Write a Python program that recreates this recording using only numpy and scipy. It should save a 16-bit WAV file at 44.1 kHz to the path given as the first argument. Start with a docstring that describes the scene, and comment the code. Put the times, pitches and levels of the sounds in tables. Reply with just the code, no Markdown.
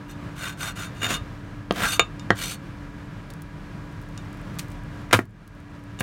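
"""A cleaver at work on a wooden board over newspaper on a stone floor, heard by a phone close by.
A fan hums throughout: rushing air as coloured noise, boom as resonances, motor tones as wavering sines.
First the edge scrapes scraps aside (slips shake board and blade) and knocks on the wood (ringing modes).
Then meat is laid down and handled in wet crackles, and one hard chop splits a chicken bone in a splinter shower.
The phone's gain control ducks after the chop and creeps back; a light knock comes at the very end."""
import sys
import numpy as np
from scipy import signal
from scipy.fft import rfft, irfft
from scipy.io import wavfile
from scipy.ndimage import uniform_filter1d, minimum_filter1d, map_coordinates

SR = 44100
rng = np.random.default_rng(int(sys.argv[2]) if len(sys.argv) > 2 else 0)


def wav_out(sig):
    """Save sig, one row per channel (or a flat mono array), as 16-bit PCM at SR to the path in sys.argv[1]."""
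    wavfile.write(sys.argv[1], SR, np.round(np.clip(np.atleast_2d(sig).T, -1, 1) * 32767).astype(np.int16))


N = 265482  # length in samples
TOP_HZ = 16000  # the microphone hears nothing above this


def amp(db):
    """Decibels to gain."""
    return 10 ** (np.asarray(db) / 20)


def unit(x):
    """Scale to rms 1."""
    return x / np.sqrt(np.mean(x ** 2) + 1e-18)


def burst(x, db):
    """Scale a short sound so that its energy, spread over 10 ms, has this level."""
    energy = np.sum(x ** 2)
    return x * amp(db) / np.sqrt(energy / (SR / 100) + 1e-18)


def add(out, s, x):
    """Mix x into out from s seconds on, cutting what runs past the end."""
    i = max(int(s * SR), 0)
    out[i:i + len(x)] += x[:max(len(out) - i, 0)]


def fade(t60, size=16384):
    """Exponential decay that falls 60 dB in t60 seconds."""
    return np.exp(-np.log(1000) * np.arange(size) / SR / max(t60, 1 / SR))


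def through(x, response):
    """Play x through an impulse response, keeping its length."""
    return signal.oaconvolve(x, response)[:len(x)]


def colour(points, size=4096):
    """Minimum-phase impulse response whose spectrum passes through (Hz, dB) points."""
    hz, db = np.transpose(points)
    bins_hz = np.arange(size // 2 + 1) * SR / size
    log_gain = np.log(amp(np.interp(np.log(bins_hz + 1), np.log(hz), db)))
    # folding the cepstrum forward in time makes the response causal
    cepstrum = irfft(log_gain)
    cepstrum[1:size // 2] *= 2
    cepstrum[size // 2 + 1:] = 0
    return irfft(np.exp(rfft(cepstrum)))


def ring(modes, wave, size=8192):
    """Sum of decaying (Hz, dB, t60) modes; a cosine start keeps the bass clean, a sine start the treble."""
    t = np.arange(size) / SR
    return sum(amp(db) * fade(t60, size) * wave(2 * np.pi * hz * t) for hz, db, t60 in modes)


def band(x, hz, width):
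    """One resonance, width in Hz."""
    b, a = signal.iirpeak(min(hz, TOP_HZ), hz / min(width, TOP_HZ), fs=SR)
    return signal.lfilter(b, a, x)


def walk(rate, size):
    """Random wandering of rms 1 that takes a new direction rate times a second."""
    steps = np.arange(size) * rate / SR
    return unit(np.interp(steps, np.arange(1024), rng.standard_normal(1024)))


def grains(spread_db, size):
    """Dense tiny slips of very unequal strength, redrawn every 8 samples."""
    strengths = np.repeat(rng.standard_normal(size // 8 + 1), 8)[:size]
    return unit(rng.standard_normal(size) * amp(spread_db * strengths))


def fan(air_db=-39.5, flutter_db=1.35, waver_db=1.5, drift_hz=0.67):
    """Rushing air, the boom it raises in the room, and slightly wavering motor tones."""
    # Spectrum of the rushing air. Each row: frequency in Hz, relative level in dB.
    air_points = [(22, -37), (60, -10), (100, -0.5), (160, -1), (250, -12), (330, -11.5), (420, -21),
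                  (560, -16), (780, -22), (1200, -18.5), (1800, -23), (3200, -32), (6500, -41.5),
                  (16000, -55.5)]
    # Boom of the room. Each row: frequency in Hz, filter width per pass in Hz, level in dB.
    boom_modes = [(39.4, 9.4, -45.5), (66.9, 7.2, -50.5), (106.8, 11.8, -49.5), (155.8, 23, -47.5),
                  (1650, 100, -57.5)]
    # Tones of the motor. Each row: mean frequency in Hz, mean level in dB.
    hum_tones = [(107.7, -51), (193.8, -51), (290.7, -47), (430.7, -61.5), (969, -58.5), (1938, -71),
                 (2369, -68), (2837, -78.5)]
    air = unit(through(rng.standard_normal(N), colour(air_points)))
    air = air * amp(air_db + flutter_db * walk(12, size=N))
    rush = rng.standard_normal(N)
    boom = np.zeros(N)
    for hz, width, db in boom_modes:
        boom += amp(db) * unit(band(band(rush, hz, width), hz, width))
    hum = np.zeros(N)
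    for hz, db in hum_tones:
        phase = 2 * np.pi * np.cumsum(hz + drift_hz * walk(6, size=N)) / SR
        hum += np.sqrt(2) * np.sin(phase) * amp(db + waver_db * walk(4.96, size=N))
    return air + boom + hum


def sweep(share, fastest):
    """Speed of a hand stroke, 0-1: it gathers from rest, peaks, and comes to rest again."""
    rise_and_fall = np.interp(share, [0, np.clip(fastest, .05, .95), 1], [0, 1, 0])
    return np.sin(np.pi / 2 * rise_and_fall)


def scrapes(flex, wood, steel, pressed, rumble_db=-2, chatter_db=2.5, chatter_rate=260, judder_hz=78,
            bend_share=0.0138, grip_share=.015, bite_s=0.033, rasp_law=0.75, hiss_law=1.05, size=16384):
    """The edge sticks and slips over the grain, shaking board and blade; speed sets the loudness."""
    # Strokes of the edge over the board. Each row: start in seconds, length in seconds, fastest at share 0-1,
    # bites at share 0-1, drop of the wood away from the bite in dB, then levels in dB ahead of speed and bite:
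    # rasp of the wood, shaking board, hiss of the steel, free blade ring, pressed blade ring;
    # last the swing of the judder in dB.
    strokes = [(0.074, 0.066, .55, .5, 2, -54, -70, -63, -49.5, -52.5, 3),
               (0.353, 0.19, 0.57, 0.61, 3, -35.5, -43, -44, -45, -45.5, 0),
               (0.569, 0.16, 0.48, 0.58, 4, -32.5, -43.5, -40, -43.5, -40, -1),
               (0.751, .14, 0.33, 0.4, 5, -35.5, -45.5, -43, -42.5, -46.5, -1),
               (0.921, 0.13, 0.9, .5, 0, -56, -58, -60, -52, -56, 1),
               (1.007, 0.081, 0.39, 0.93, 5.5, -27, -30.5, -40.5, -29.5, -49, 7),
               (1.077, 0.11, 0.28, 0.28, 5.5, -33.5, -31.5, -34.5, -31.5, -41, 2.5),
               (1.728, .13, 0.7, 0.69, 6, -39, -28.5, -56.5, -59, -54, 2),
               (1.783, 0.2, .72, 0.31, 19, -17.5, -28.5, -33, -37, -33.5, -0.5),
               (2.345, 0.22, .48, 0.26, 4.5, -40, -42, -35, -60, -35, 1.5)]
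    # Spectrum of the wood's rasp. Each row: frequency in Hz, relative level in dB.
    rasp_points = [(300, -27.5), (700, -10), (1000, -12.5), (1300, -2), (1530, 5.5), (1800, -11.5),
                   (2300, -10.5), (3200, -13.5), (5000, -34)]
    # Spectrum of the steel's hiss. Each row: frequency in Hz, relative level in dB.
    hiss_points = [(1000, -14), (2000, 1.5), (3500, 4.5), (5300, -6), (7000, -3.5), (9500, -3.5),
                   (12500, -13), (16000, -19.5)]
    out, rasp, hiss = np.zeros(N), colour(rasp_points), colour(hiss_points)
    i = np.arange(size)
    t = i / SR
    for s, length, fastest, bites, bite_db, rasp_db, board_db, hiss_db, free_db, pressed_db, judder_db in strokes:
        speed = sweep(t / length, fastest)
        # the edge digs into the wood for about bite_s either side of its bite
        bite = np.exp(-((t - bites * length) / bite_s) ** 2)
        chatter = chatter_db * np.clip(walk(chatter_rate, size=size), -1.5, 1.5)
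        # a steeply held edge hops along almost regularly
        hop_hz = judder_hz * (1 + 0.15 * walk(58, size=size))
        judder = judder_db * np.cos(2 * np.pi * np.cumsum(hop_hz) / SR)
        slips = unit(grains(spread_db=2.5, size=size) * amp(chatter + judder))
        # loudness of wood and steel goes with the speed of the edge to these powers
        on_wood = slips * speed ** rasp_law * amp(bite_db * (bite - 1))
        on_steel = slips * speed ** hiss_law
        paths = [(on_wood, rasp, rasp_db), (on_wood, wood, board_db), (on_wood, flex, board_db + rumble_db),
                 (on_steel, hiss, hiss_db), (on_steel, steel, free_db), (on_steel, pressed, pressed_db)]
        *steady, edge = [through(x, h / np.linalg.norm(h)) * amp(db) for x, h, db in paths]
        # grip and point of contact wander and pull the pitch of the pressed blade along
        detune = grip_share * walk(8, size=size) + bend_share * walk(50.24, size=size)
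        bent_edge = map_coordinates(edge, [i + np.cumsum(detune)], order=3)
        add(out, s, sum(steady) + bent_edge)
    return out


def smacks(size=8192):
    """Wet flesh sticks and parts in small bright crackles: fading grains through one wide resonance."""
    # Wet smacks of meat and skin. Each row: start in seconds, level in dB, centre in Hz, t60 in seconds.
    wet_smacks = [(0.111, -51, 8000, .05), (1.723, -44.5, 8000, 0.011), (3.303, -47, 4270, 0.034),
                  (3.337, -51.5, 9000, 0.011), (3.4194, -49.5, 9000, 0.022), (4.587, -37.5, 5000, 0.05),
                  (4.5926, -31.5, 3950, 0.037), (4.61, -50, 6000, 0.2), (4.6838, -57, 10000, .012),
                  (4.716, -53.5, 7000, 0.06), (5.191, -29, 9000, .03), (5.254, -49, 10000, .012),
                  (5.4765, -50.5, 7900, 0.017), (5.998, -36.5, 6940, 0.087), (6.0058, -32.5, 9900, 0.016)]
    out = np.zeros(N)
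    for s, db, hz, t60 in wet_smacks:
        crackles = grains(spread_db=2.0, size=size) * fade(t60, size)
        add(out, s, burst(band(crackles, hz, 1.5 * hz), db))
    return out


def knocks(flex, wood, steel, crack_t60=0.012, crack_width=0.65, thud_t60=0.045, thud_db=-3, size=8192):
    """Each blow bends the board, rings wood and blade, and cracks; a longer contact is duller."""
    # Blows of the cleaver. Each row: start in seconds, thump in dB, thump centre in Hz, wood in dB,
    # contact in ms, blade ring in dB, crack in dB, crack centre in Hz.
    blows = [(1.709, -21, 189, -17.5, 0.24, -62, -27, 2970),
             (1.9952, -34, 199, -13.5, 0.07, -15.5, -14, 2470),
             (2.196, -62, 200, -54, 0.025, -45.5, -48, 5040),
             (2.3048, -15.5, 165, -14, 0.16, -42, -14.5, 1450),
             (4.177, -59.5, 200, -56.5, .03, -46.5, -44.5, 5600),
             (5.111, -48, 199, -35, 0.024, -48, -34, 2003), (5.1215, -53, 201, -45, 0.039, -49, -41, 1710),
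             (5.1297, -11, 201, -1.5, 0.039, -11, -9, 5500),
             (5.1325, -7.5, 252, 4.5, 0.064, -25.5, -15, 7450), (5.139, -4.5, 90, 0, 0.14, -35, 1.5, 1520),
             (5.147, 1, 102, -2.5, 0.048, -28.5, -5, 1600), (5.1905, -4.5, 294, -7, 0.25, -39, -9.5, 1500),
             (5.990, -55, 200, -47, .06, -38, -56, 6050),
             (6.0075, -20.5, 119, -23.5, 0.054, -45, -28, 2370)]
    # The board's crowd of small, fast fading modes. Each row: frequency in Hz, relative level in dB.
    crowd = colour([(80, -21), (250, -4), (420, -0.5), (850, -6), (1500, -3), (2400, -10.5), (4000, -10.5),
                    (9000, -17.5)])
    out, ms = np.zeros(N), np.arange(size) * 1000 / SR
    for s, thump_db, thump_hz, wood_db, contact_ms, ring_db, crack_db, crack_hz in blows:
        # the place of the blow picks the bending modes
        thump = band(flex, thump_hz, 0.88 * thump_hz)
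        push = ms * np.exp(-ms / max(contact_ms, .01))
        thud = through(rng.standard_normal(size) * fade(thud_t60, size), crowd)
        knock = through(push, burst(wood, 0) + burst(thud, thud_db))
        crack = rng.standard_normal(size) * fade(crack_t60, size)
        for _ in range(2):
            crack = band(crack, crack_hz, crack_width * crack_hz)
        board = burst(thump, thump_db) + burst(knock, wood_db)
        add(out, s, board + burst(steel, ring_db) + burst(crack, crack_db))
    return out


def handling(spread_db=4, centre_hz=9000, size=1024):
    """Tiny sticky crackles under the fingers as the meat is held and turned."""
    # One row: nominal start in seconds, end in seconds, crackles per second of that span (sets their number),
    # level in dB of a crackle of strength 0.
    start, end, rate, db = (4, 6.0, 24, -67)
    out = np.zeros(N)
    # times reach a tenth of the span ahead of the nominal start
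    for when, strength in rng.uniform(-1.2, 1, (int(rate * (end - start)), 2)):
        crackle = band(rng.standard_normal(size) * fade(0.01, size), centre_hz, centre_hz)
        s = start + (end - start) * (when + 1) / 2
        add(out, s, burst(crackle, db + 2 * spread_db * strength))
    return out


def bone(wood, size=8192):
    """Splinters snap in a fast fading shower, heard directly and through the board; the direct crunch lasts longer."""
    # The bone gives way. One row: start in seconds, splinters into the board in dB, their t60 in seconds,
    # bright crunch in dB, its t60 in seconds.
    s, wood_db, wood_t60, crunch_db, crunch_t60 = (5.128, -1, 0.08, -2.5, 0.1348)
    # Spectrum of the crunch. Each row: frequency in Hz, relative level in dB.
    crunch_points = [(500, -17.5), (1500, 3), (3000, -0.5), (6500, -4), (10000, -5.5), (16000, -12.5)]
    out, snaps = np.zeros(N), grains(spread_db=5.5, size=size)
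    in_board = band(through(snaps * fade(wood_t60, size), wood), 1600, 2000)
    crunch = through(snaps * fade(crunch_t60, size), colour(crunch_points))
    add(out, s, burst(in_board, wood_db) + burst(crunch, crunch_db))
    return out


def room(x, near_db=-10, near_t60=0.1, far_db=-21, far_t60=0.15, dull_hz=5000, size=16384):
    """Floor and body scatter the sound early; the walls add a fainter, slower tail; both are dulled."""
    near = rng.standard_normal(size) * fade(near_t60, size) * (1 - fade(.02, size))
    far = rng.standard_normal(size) * fade(far_t60, size) * (1 - fade(0.12, size))
    echoes = amp(near_db) * near / np.linalg.norm(near) + amp(far_db) * far / np.linalg.norm(far)
    b, a = signal.butter(1, dull_hz, fs=SR)
    return x + through(x, signal.lfilter(b, a, echoes))


def bass_tail(x, tail_db=-10, t60=0.52, below_hz=150, size=32768):
    """The lowest notes linger in the room: a long noise tail, low-passed."""
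    tail = rng.standard_normal(size) * fade(t60, size)
    tail = amp(tail_db) * tail / np.linalg.norm(tail)
    b, a = signal.butter(2, below_hz, fs=SR)
    return through(x, signal.lfilter(b, a, tail))


def scene(flex_hz=300):
    """Cleaver, board and meat in the room, over the fan."""
    # Modes of the board. Each row: frequency in Hz, relative level in dB, t60 in seconds.
    board_modes = [(108.2, -10.5, 0.16), (138.6, -1.5, 0.036), (192.6, 0, 0.071), (241, 2, .04),
                   (349, -2.5, 0.066), (448, -1.5, 0.024), (542, 0, 0.024), (696, 0.5, 0.041),
                   (986, -2.5, 0.047), (1121, 3.5, 0.031), (1263, 0.5, 0.036), (1350, -1, 0.02),
                   (1552, -3.5, 0.043), (1610, 4.5, 0.038), (1945, 2, 0.026), (2070, -9, 0.032),
                   (2190, -9, 0.019), (3000, -5.5, 0.014), (3030, -3.5, 0.017), (3890, -15, .02)]
    # Modes of the blade. Each row: frequency in Hz, t60 in seconds, relative level in dB when it rings freely,
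    # relative level in dB when its edge is dragged under pressure.
    blade_modes = [(1228, 0.12, -3, -31.5), (2350, 0.045, -9, -6), (2670, 0.19, -10, -18),
                   (2853, 0.076, 0, -9), (2880, 0.053, 1.5, -9.5), (3642, 0.093, 2, -19),
                   (3740, 0.037, -15, -6), (4360, 0.093, -15, -2.5), (4760, 0.032, -27.5, -17),
                   (6120, 0.041, -8, 4.5), (6900, 0.072, -1, -8), (7100, 0.023, -0.5, -10),
                   (8200, 0.047, -21, 2), (8300, .035, -8, -5), (9200, .05, -21.5, -11.5),
                   (9860, .04, -30, -2), (12000, 0.027, -29, 1), (13350, .025, -28, -6)]
    flex = ring([m for m in board_modes if m[0] < flex_hz], np.cos)  # the whole board bounces on the paper
    wood = ring([m for m in board_modes if m[0] >= flex_hz], np.cos)
    steel = ring([(hz, db, t60) for hz, t60, db, _ in blade_modes], np.sin)
    pressed = ring([(hz, db, t60) for hz, t60, _, db in blade_modes], np.sin)
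    work = scrapes(flex, wood, steel, pressed) + smacks() + knocks(flex, wood, steel) + handling() + bone(wood)
    return (fan() + room(work) + bass_tail(work))[None]


def gain_control(x, limit_db=-9, hold_s=0.083, release_s=0.31):
    """Turn down at once when the 10 ms level passes the limit, hold, then recover slowly."""
    power = np.abs(uniform_filter1d(x ** 2, SR // 100))
    over_db = np.maximum(10 * np.log10(power + 1e-18) - limit_db, 0)
    half = int(hold_s * SR / 2)
    # the minimum of the negative is a running maximum
    held = -minimum_filter1d(-over_db, 2 * half + 1, origin=half, mode="constant")
    recovery = np.exp(-np.arange(N) / SR / release_s)
    cut_db = np.maximum.accumulate(held / recovery) * recovery
    return x * amp(-cut_db)


def record(dry):
    """The phone cuts the deepest bass, rides its gain, rounds the highest peaks and cuts the top."""
    no_rumble = signal.sosfilt(signal.butter(6, 30, "high", fs=SR, output="sos"), dry[0])
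    x = gain_control(no_rumble)
    rounded = x / (1 + x ** 4) ** (1 / 4)
    return signal.sosfilt(signal.ellip(10, .2, 70, TOP_HZ, fs=SR, output="sos"), rounded)[None]


dry = scene()
out = record(dry)
wav_out(out)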